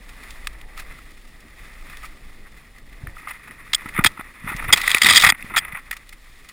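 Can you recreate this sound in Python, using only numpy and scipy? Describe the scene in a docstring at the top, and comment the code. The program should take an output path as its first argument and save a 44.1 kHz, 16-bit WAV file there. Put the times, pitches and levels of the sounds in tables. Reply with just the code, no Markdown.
"""Forest undergrowth, with a small camera carried through it. Grass and needles rustle as filtered noise
and tiny slips; twigs tap and scrape the plastic shell as bursts of grit through its resonances. The mount
thumps with short low swings and rubs in lumps of noise, and wind rumbles as slow, deep noise on the single
microphone. The loudest scrapes overload the input; faint noise has opposite sign in the two channels."""
import sys
import numpy as np
from scipy import signal
from scipy.fft import rfft, irfft, next_fast_len
from scipy.io import wavfile
from scipy.ndimage import map_coordinates

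SR = 44100
rng = np.random.default_rng(int(sys.argv[2]) if len(sys.argv) > 2 else 0)


def unload_audio(sound):
    """Save the sound as a 16-bit wav file, at the path given as the first command line argument."""
    columns = np.transpose(np.atleast_2d(sound))
    # keep every value between -1 and 1, then stretch to whole-number steps
    steps = np.round(np.clip(columns, -1, 1) * 32767)
    wavfile.write(sys.argv[1], SR, steps.astype(np.int16))


def makeup_ratio(level_db):
    """Linear amplitude ratio for a level in decibels (20 dB per factor of ten)."""
    decades = np.asarray(level_db, float) / 20
    return 10 ** decades


N = 287532  # length [samples]


def unit(x):
    """Scaled to rms 1."""
    return x / np.sqrt(np.mean(x ** 2) + 1e-20)


def wobble(rate):
    """A smooth random curve through rate knots a second."""
    knots = rng.standard_normal(int(N * rate / SR) + 4)
    return map_coordinates(knots, [np.arange(N) * rate / SR])


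def curves(rows):
    """One level per sample for each column after the time."""
    time_s, *columns = np.transpose(rows)
    return [np.interp(np.arange(N) / SR, time_s, column) for column in columns]


def coloured(x, gain):
    """x through the minimum-phase filter with this gain over frequency, scaled so white noise keeps its rms."""
    size = 2 * next_fast_len(N // 2 + 8192)
    cepstrum = irfft(np.log(gain(np.fft.rfftfreq(size, 1 / SR)) + 1e-6), size)
    # folding the cepstrum forward in time makes the filter causal
    cepstrum[1:size // 2] *= 2
    cepstrum[size // 2 + 1:] = 0
    response = np.exp(rfft(cepstrum))
    filtered = irfft(rfft(x, size) * response, size)[:N]
    return filtered / np.sqrt(np.mean(np.abs(response) ** 2))


def slopes(points):
    """Gain of (frequency [Hz], level [dB]) points joined on a log frequency axis."""
    f, db = np.transpose(points)
    return lambda hz: makeup_ratio(np.interp(np.log(hz + 1), np.log(f + 1), db))


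def peaks(modes, steep, above_hz=1):
    """Gain of a set of resonances with skirts of this steepness, cut below above_hz."""
    def gain(hz):
        bells = sum(makeup_ratio(db) / (1 + (2 * (hz - c) / w) ** 2) ** steep for c, w, db in modes)
        return bells / (1 + (above_hz / (hz + 1)) ** 4)
    return gain


def grit(rate, spread_db, share):
    """Noise of rms 1 in which this share of the power is tiny random slips, rate a second on average."""
    slips = (rng.random(N) < rate / SR) * makeup_ratio(spread_db * rng.standard_normal(N))
    slips = slips * np.sign(rng.standard_normal(N))
    return np.sqrt(share) * unit(slips) + np.sqrt(1 - share) * rng.standard_normal(N)


# air path through the microphone port: (frequency [Hz], width [Hz], relative level [dB])
PORT_MODES = [(780, 900, -23), (1196, 283, -1.5), (1962, 383, 6), (2478, 213, -3), (3530, 220, -10),
              (4550, 700, -38), (6500, 600, -38.5), (8120, 97, -23), (9915, 1040, -17.5),
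              (9910, 130, -27.5), (13830, 375, -18.5), (14360, 210, -22), (15400, 340, -41)]


def muffled(hz):
    """Rubbing through the mount keeps the low port tones and a thin top, but little middle treble."""
    low = 1 / (1 + (hz / 3600) ** 5)
    thin_top = 2.4 / (1 + (8300 / (hz + 1)) ** 12)
    return peaks(PORT_MODES, 0.9)(hz) * (low + thin_top)


# ring of the plastic shell under contact: (frequency [Hz], width [Hz], relative level [dB])
SHELL_MODES = [(3340, 270, 1.5), (3700, 350, 11), (4850, 350, -4), (5630, 1300, -29.5), (7050, 700, -10),
               (8040, 190, -2), (8610, 196, -1), (9000, 130, -2.5), (10200, 70, -24), (13100, 100, -15),
               (14900, 81, -12), (14500, 300, -36), (14240, 87, -13.5)]
# brushing through the growth: (time [s], rustle level [dB], dry hiss level [dB])
BRUSHING = [(0, -52.5, -56), (0.33, -45, -50), (0.62, -54, -58.5), (0.88, -44.5, -53), (1.25, -57.5, -57.5),
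            (1.52, -52, -58), (1.63, -46, -52), (1.76, -50, -55.5), (1.95, -43.5, -50.5), (2.18, -53, -56),
            (2.8, -54, -59.5), (3.1, -52.5, -57), (3.25, -44.5, -56), (3.6, -48, -57.5), (3.9, -40, -51.5),
            (4.02, -49.5, -56), (4.42, -45, -57.5), (4.49, -34.5, -50.5), (4.7, -36, -49.5),
            (4.88, -30, -31.5), (4.96, -29, -32.5), (4.995, -34.5, -41), (5.05, -25, -23),
            (5.16, -20.5, -23), (5.28, -37, -41), (5.335, -46, -64), (5.42, -43, -51), (5.63, -40.5, -61),
            (5.79, -39.5, -55), (5.81, -50.5, -58.5), (6.17, -54.5, -57), (6.52, -52.5, -54.5)]


def rustle():
    """Stems slide past in clumps: a muffled body and a drier hiss; hard brushing also rings the shell."""
    body_db, hiss_db = curves(BRUSHING)
    clumps_db = 0.36 * wobble(16) + 2.2 * wobble(45)
    body = coloured(grit(1000, 4, 0.34), muffled)
    body = body * makeup_ratio(body_db + clumps_db + 0.49 * wobble(25))
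    touch = 1 / (1 + makeup_ratio(-37.5 - hiss_db) ** 2)  # share of the hiss carried by the shell
    port = coloured(grit(1500, 1.8, 0.37), peaks(PORT_MODES, 0.51, above_hz=3200))
    shell = coloured(grit(2100, 2.9, 0.17), peaks(SHELL_MODES, 0.64))
    hiss = np.sqrt(1 - touch) * port + np.sqrt(touch) * shell
    return body + hiss * makeup_ratio(hiss_db + 0.16 * clumps_db + 0.9 * wobble(67))


# twigs on the shell itself: (time [s], level [dB], shell ring over it [dB], fade [ms])
TWIG_TAPS = [(0.09, -43, -1, 14), (0.304, -51, 13, 14), (0.47, -19, -1, 5.6), (0.6124, -34, 0, 4.4),
             (0.772, -37, -1.5, 30), (0.793, -34, -1, 22), (1.9695, -38, -1, 6.7), (2.027, -38, -9, 37),
             (2.05, -39.5, -2, 20), (2.783, -38.5, -10, 6.6), (3.2801, -32.5, -10.5, 39),
             (3.306, -26, -16, 14), (3.732, -18, 6, 9.4), (3.746, -19.5, 12, 5.3), (3.8858, -33, -8, 14),
             (4.0388, -11, -7.5, 9.3), (4.0445, -3, -6, 8.9), (4.059, -9.5, 2.5, 14), (4.5635, -36, 3, 9),
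             (4.7248, -4.5, 3, 16), (4.758, -24, -4, 11), (4.7713, -17, 0, 15), (4.796, -26.5, -12, 17),
             (4.8134, -24, 2.5, 8), (4.833, -19, -15.5, 13), (4.8755, -11, -1.5, 7), (4.8932, -18.5, -2, 7),
             (4.9016, -13, -2.5, 7.9), (4.9148, -10, 3, 3), (4.9448, -3.5, -2.5, 6.1),
             (4.9627, -18.5, -11.5, 20), (4.9818, -16, 1, 4.6), (5.016, -9, -2.5, 9), (5.031, -9.5, -2, 10),
             (5.0442, -5, -5, 7.1), (5.058, -6.5, -12, 15), (5.0656, -10.5, 6.5, 8.5),
             (5.0765, -16.5, 2, 10), (5.0858, -7, -3, 12), (5.097, -8.5, 7, 5.1), (5.1054, -3, -3.5, 11),
             (5.1213, -25, 13, 20), (5.1341, -3.5, -7, 3.8), (5.1457, -12.5, 4, 14),
             (5.1563, -12.5, 6.5, 11), (5.166, -14, 8.5, 11), (5.1748, -8.5, 3, 11.5),
             (5.1817, -22, 5, 4.6), (5.194, -28, 11, 20), (5.209, -29, 11, 21), (5.2203, -15, 3, 20),
             (5.2344, -7, -9.5, 25), (5.2464, -7, -7, 11), (5.2627, -6.5, -5.5, 18),
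             (5.287, -6.5, -4.5, 16), (5.299, -5.5, 0.5, 5.7), (5.5612, -12, -3.5, 23),
             (5.5771, -11, -1.5, 9.3), (5.5844, -17, 5, 6.5), (5.9099, -19.5, -11.5, 9.9),
             (5.9248, -31, -5, 16), (5.9649, -36, 0, 12), (6.0906, -39.5, 4.5, 6.7), (6.1236, -40, -6, 18),
             (6.4864, -43.5, 3, 19.5)]
# dull contacts through the mount: (time [s], level [dB], case knock over it [dB], fade [ms])
MOUNT_BUMPS = [(3.069, -24, -10, 5.1), (3.1648, -50.5, 15, 9), (3.2292, -47, 7, 8),
               (3.2711, -35, 3.5, 13.6), (3.5087, -29, -3, 3.5), (3.8188, -34.5, -0.5, 6.3),
               (3.8563, -34.5, 1.5, 12), (3.9456, -24.5, -11, 19), (3.9605, -24, -9.5, 14),
               (3.975, -19.5, -5, 11), (3.9872, -21.5, 1.5, 16), (4.004, -31.5, 1.5, 19.5),
               (4.171, -36.5, -1.5, 17), (4.1925, -35.5, -0.5, 24), (4.2078, -26.5, 0.5, 5),
               (4.4724, -30.5, -0.5, 16), (4.4968, -32.5, 2.5, 20), (4.526, -31, 4.5, 10),
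               (4.5926, -24, -3, 12), (4.622, -32, 4.5, 8), (4.6404, -25.5, 3, 6), (4.6794, -23.5, -15, 14),
               (4.6901, -22.5, -1, 9.6), (4.6982, -19.5, -2, 10), (5.3219, -7.5, -5, 2.4),
               (5.3459, -29, -6, 9.9), (5.4246, -23, -27, 3.6), (5.4965, -34.5, 0, 32),
               (5.536, -26.5, -6, 16), (5.545, -22.5, -1.5, 11), (5.6482, -24.5, -9, 9),
               (5.745, -30.5, -5, 30), (5.7686, -32.5, 2.5, 12), (5.784, -32.5, -2, 8)]
TAP_KNOCK_DB, BUMP_RING_DB = -11.5, -30  # a tap barely knocks the case, a bump barely rings the shell
KNOCK_DB_PER_DOUBLING, USUAL_FADE_MS = 4, 10.3  # longer scrapes load the case more, short snaps less
# stray touches: level over the rustle and its spread, knock over that level and its spread, median fade
STRAY_DB, STRAY_SPREAD_DB = 1, 3
STRAY_KNOCK_DB, KNOCK_SPREAD_DB, STRAY_FADE_MS = -7, 2, 15.6


def contacts(count=130):
    """Time, level, ring, knock and fade of taps, bumps and random strays that are as bright as the brushing."""
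    doublings = np.log2(np.transpose(TWIG_TAPS)[3] / USUAL_FADE_MS)
    knock_db = TAP_KNOCK_DB + KNOCK_DB_PER_DOUBLING * doublings
    taps = np.insert(TWIG_TAPS, 3, knock_db, axis=1)
    bumps = np.insert(MOUNT_BUMPS, 2, BUMP_RING_DB, axis=1)
    when, draw = rng.random(count), rng.standard_normal((count, 3))
    body_db, hiss_db = np.array(curves(BRUSHING))[:, (when * N).astype(int)]
    strays = [when * N / SR,
              body_db + STRAY_DB + STRAY_SPREAD_DB * draw[:, 0],
              hiss_db - body_db,
              STRAY_KNOCK_DB + KNOCK_SPREAD_DB * draw[:, 1],
              STRAY_FADE_MS * np.exp(draw[:, 2] / 2)]
    return np.hstack([taps.T, bumps.T, strays])


DRAG_SHARE, RISE_SHARE = 0.26, 0.057  # shares of the fade: steady press, and added build-up time


def strokes(time_s, fade_ms, db):
    """Contact pressure of all twigs: long drags build up slowly, then the twig lets go ever faster."""
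    step = np.arange(SR // 12)
    ms = 1000 * step / SR
    fade = np.maximum(fade_ms, 1)[:, None]
    rise = 1 - np.exp(-ms / (0.6 + RISE_SHARE * fade))
    snap = 1 + 0.27 * np.exp(-ms / 0.21)
    late = np.maximum(ms / fade - DRAG_SHARE, 0)
    shape = rise * snap * makeup_ratio(-12 * late - 9.2 * late ** 2)
    at = (np.round(time_s * SR).astype(int)[:, None] + step).ravel()
    power = ((makeup_ratio(db)[:, None] * shape) ** 2).ravel()
    return np.sqrt(np.bincount(at, power, N + SR)[:N])  # overlapping strokes add in power


# hollow knock of the case: (frequency [Hz], width [Hz], relative level [dB])
CASE_MODES = [(890, 490, -7.5), (1259, 223, 3.5), (1427, 210, -5)]


def twigs():
    """Each contact chatters into the port and knocks the case; hard ones ring the shell, light ones tick."""
    time_s, port_db, ring_db, knock_db, fade_ms = contacts()

    def scrape(db):
        """Fresh chatter under the contact pressure."""
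        return grit(2000, 4.47, 0.73) * makeup_ratio(1.9 * wobble(300)) * strokes(time_s, fade_ms, db)

    port = coloured(scrape(port_db), lambda hz: muffled(hz) / (1 + (1600 / (hz + 1)) ** 6))
    case = coloured(scrape(port_db + knock_db), peaks(CASE_MODES, 1.175))
    bright_db = port_db + ring_db
    hard = 1 / (1 + makeup_ratio(-17.5 - bright_db) ** 4)  # share of the treble that rings the shell
    tick = scrape(bright_db + 10 * np.log10(1 - hard))
    tick = coloured(tick, peaks(PORT_MODES, 0.32, above_hz=2430))
    # the spot that is touched wanders, so neighbouring shell modes trade strength
    ring = scrape(bright_db - 6.0 + 10 * np.log10(hard))
    spot_db = 6.8 * wobble(40)
    even_modes = coloured(ring * makeup_ratio(spot_db), peaks(SHELL_MODES[::2], 0.84))
    odd_modes = coloured(ring * makeup_ratio(-spot_db), peaks(SHELL_MODES[1::2], 0.49))
    return port + case + tick + even_modes + makeup_ratio(-4.0) * odd_modes


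# jolts of the mount: (time [s], peak level [dB], pitch [Hz])
MOUNT_JOLTS = [(3.039, -25, 108), (3.082, -28.5, 79.5), (3.86, -27, 223), (3.989, -16, 320),
               (3.995, -9, 177), (4.053, -17, 260), (4.067, -21, 100), (4.196, -28, 238),
               (4.446, -25.5, 170), (4.466, -28, 186), (4.494, -30, 120), (4.519, -27, 257),
               (4.551, -24, 148), (4.691, -22, 93), (4.949, -17.5, 347), (5.098, -25, 120),
               (5.239, -23, 160), (5.271, -20, 122), (5.326, -27.5, 180), (5.446, -28.5, 200),
               (5.521, -31, 246), (5.736, -32.5, 150)]
# rubbing of the mount: (time [s], level [dB])
MOUNT_RUB = [(0, -55.5), (0.85, -54), (1.3, -56), (1.95, -54), (2.95, -56.5), (3.05, -47.5), (3.18, -53.5),
             (3.9, -51), (4.02, -43), (4.12, -53.5), (4.42, -54.5), (4.46, -48), (4.7, -39.5), (4.8, -46),
             (5.0, -54.5), (5.05, -30), (5.19, -45), (5.27, -35), (5.36, -57), (5.45, -47.5), (6.17, -60.5),
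             (6.52, -57)]
# colour of the rubbing: (frequency [Hz], relative level [dB per Hz])
RUB_COLOUR = [(29, -35), (50, -3), (259, -8.5), (361, -13), (700, -23), (910, -46), (1540, -120)]
JOLT_CYCLES = 0.37  # standard deviation of a swing's bell-shaped envelope [cycles]


def thumps():
    """The mount rubs in uneven low lumps; a jolt swings it for a cycle or two."""
    time_s, db, hz = np.transpose(MOUNT_JOLTS)[:, :, None]
    step = np.arange(-SR // 25, SR // 25)
    cycles = hz * step / SR
    swings = makeup_ratio(db) * np.cos(2 * np.pi * cycles) * np.exp(-(cycles / JOLT_CYCLES) ** 2 / 2)
    at = np.round(time_s * SR).astype(int) + step
    jolts = np.bincount(at.ravel(), swings.ravel(), N)
    lumps = makeup_ratio(2 * wobble(20))
    rub = coloured(rng.standard_normal(N), slopes(RUB_COLOUR))
    return jolts + rub * makeup_ratio(curves(MOUNT_RUB)[0]) * lumps


# wind on the port: (time [s], level [dB])
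WIND_GUSTS = [(0.0, -40), (0.91, -36.5), (0.94, -44.5), (2.01, -40), (2.8, -46.5), (3.12, -38),
              (3.27, -49.5), (3.94, -45.5), (4.01, -29), (4.18, -58), (4.28, -43), (4.34, -57),
              (4.59, -32.5), (5.16, -54), (5.28, -37), (5.34, -48), (6.43, -45.5), (6.52, -50)]
# colour of the wind: (frequency [Hz], relative level [dB per Hz])
WIND_COLOUR = [(8.8, -30.5), (15, 10.5), (41, -1), (52, 1.5), (70, -31), (221, -27.5), (369, -28),
               (900, -27.5), (1170, -48), (1980, -120)]


def wind():
    """Air buffets the port with a slow, deep rumble."""
    rumble = coloured(rng.standard_normal(N), slopes(WIND_COLOUR))
    return rumble * makeup_ratio(curves(WIND_GUSTS)[0] + 0.54 * wobble(5.3))


# colour of the opposed noise: (frequency [Hz], relative level [dB per Hz])
OPPOSED_COLOUR = [(59, -31), (100, -6.5), (4680, -11), (12000, -21.5), (15600, -54.5), (22000, -120)]


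def opposed_noise():
    """Faint steady noise, to be added to one channel and taken from the other."""
    return makeup_ratio(-71.0) * coloured(rng.standard_normal(N), slopes(OPPOSED_COLOUR))


# cancellations in the port: (frequency [Hz], width [Hz])
PORT_NOTCHES = [(6050, 400), (11900, 3900)]


def scene():
    """One microphone feeds both channels; faint steady noise is added with opposite sign."""
    heard = rustle() + twigs()
    for hz, width_hz in PORT_NOTCHES:
        b, a = signal.iirnotch(hz, hz / width_hz, SR)
        heard = signal.lfilter(b, a, heard)
    mono = heard + thumps() + wind()
    opposed = opposed_noise()
    return np.array([mono + opposed, mono - opposed])


BURST_DB, BURST_DECAY_S, BURST_HZ = -38, 0.035, 250  # noise level, decay time constant, bass corner


def overload(dry):
    """The input rounds off at full scale; low noise of opposite sign in the two channels follows each overload."""
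    full = dry / (1 + np.abs(dry) ** 8) ** (1 / 8)
    keep = np.exp(-1 / (BURST_DECAY_S * SR))
    excess = np.abs(dry - full)[0]
    envelope = np.tanh(60 * signal.lfilter([1 - keep], [1, -keep], excess))
    bass = coloured(rng.standard_normal(N), lambda hz: 1 / (1 + (hz / BURST_HZ) ** 2) / np.sqrt(hz + 20))
    burst = makeup_ratio(BURST_DB) * envelope * unit(bass)
    return full + [burst, -burst]


def low_pass(x):
    """Removes everything above the highest recorded frequency."""
    return signal.sosfilt(signal.butter(12, 16180, fs=SR, output="sos"), x)


def record(dry):
    """The input overloads, then the finished mix passes through the last stage."""
    mix = overload(dry)
    return low_pass(mix)


dry = scene()
out = record(dry)
unload_audio(out)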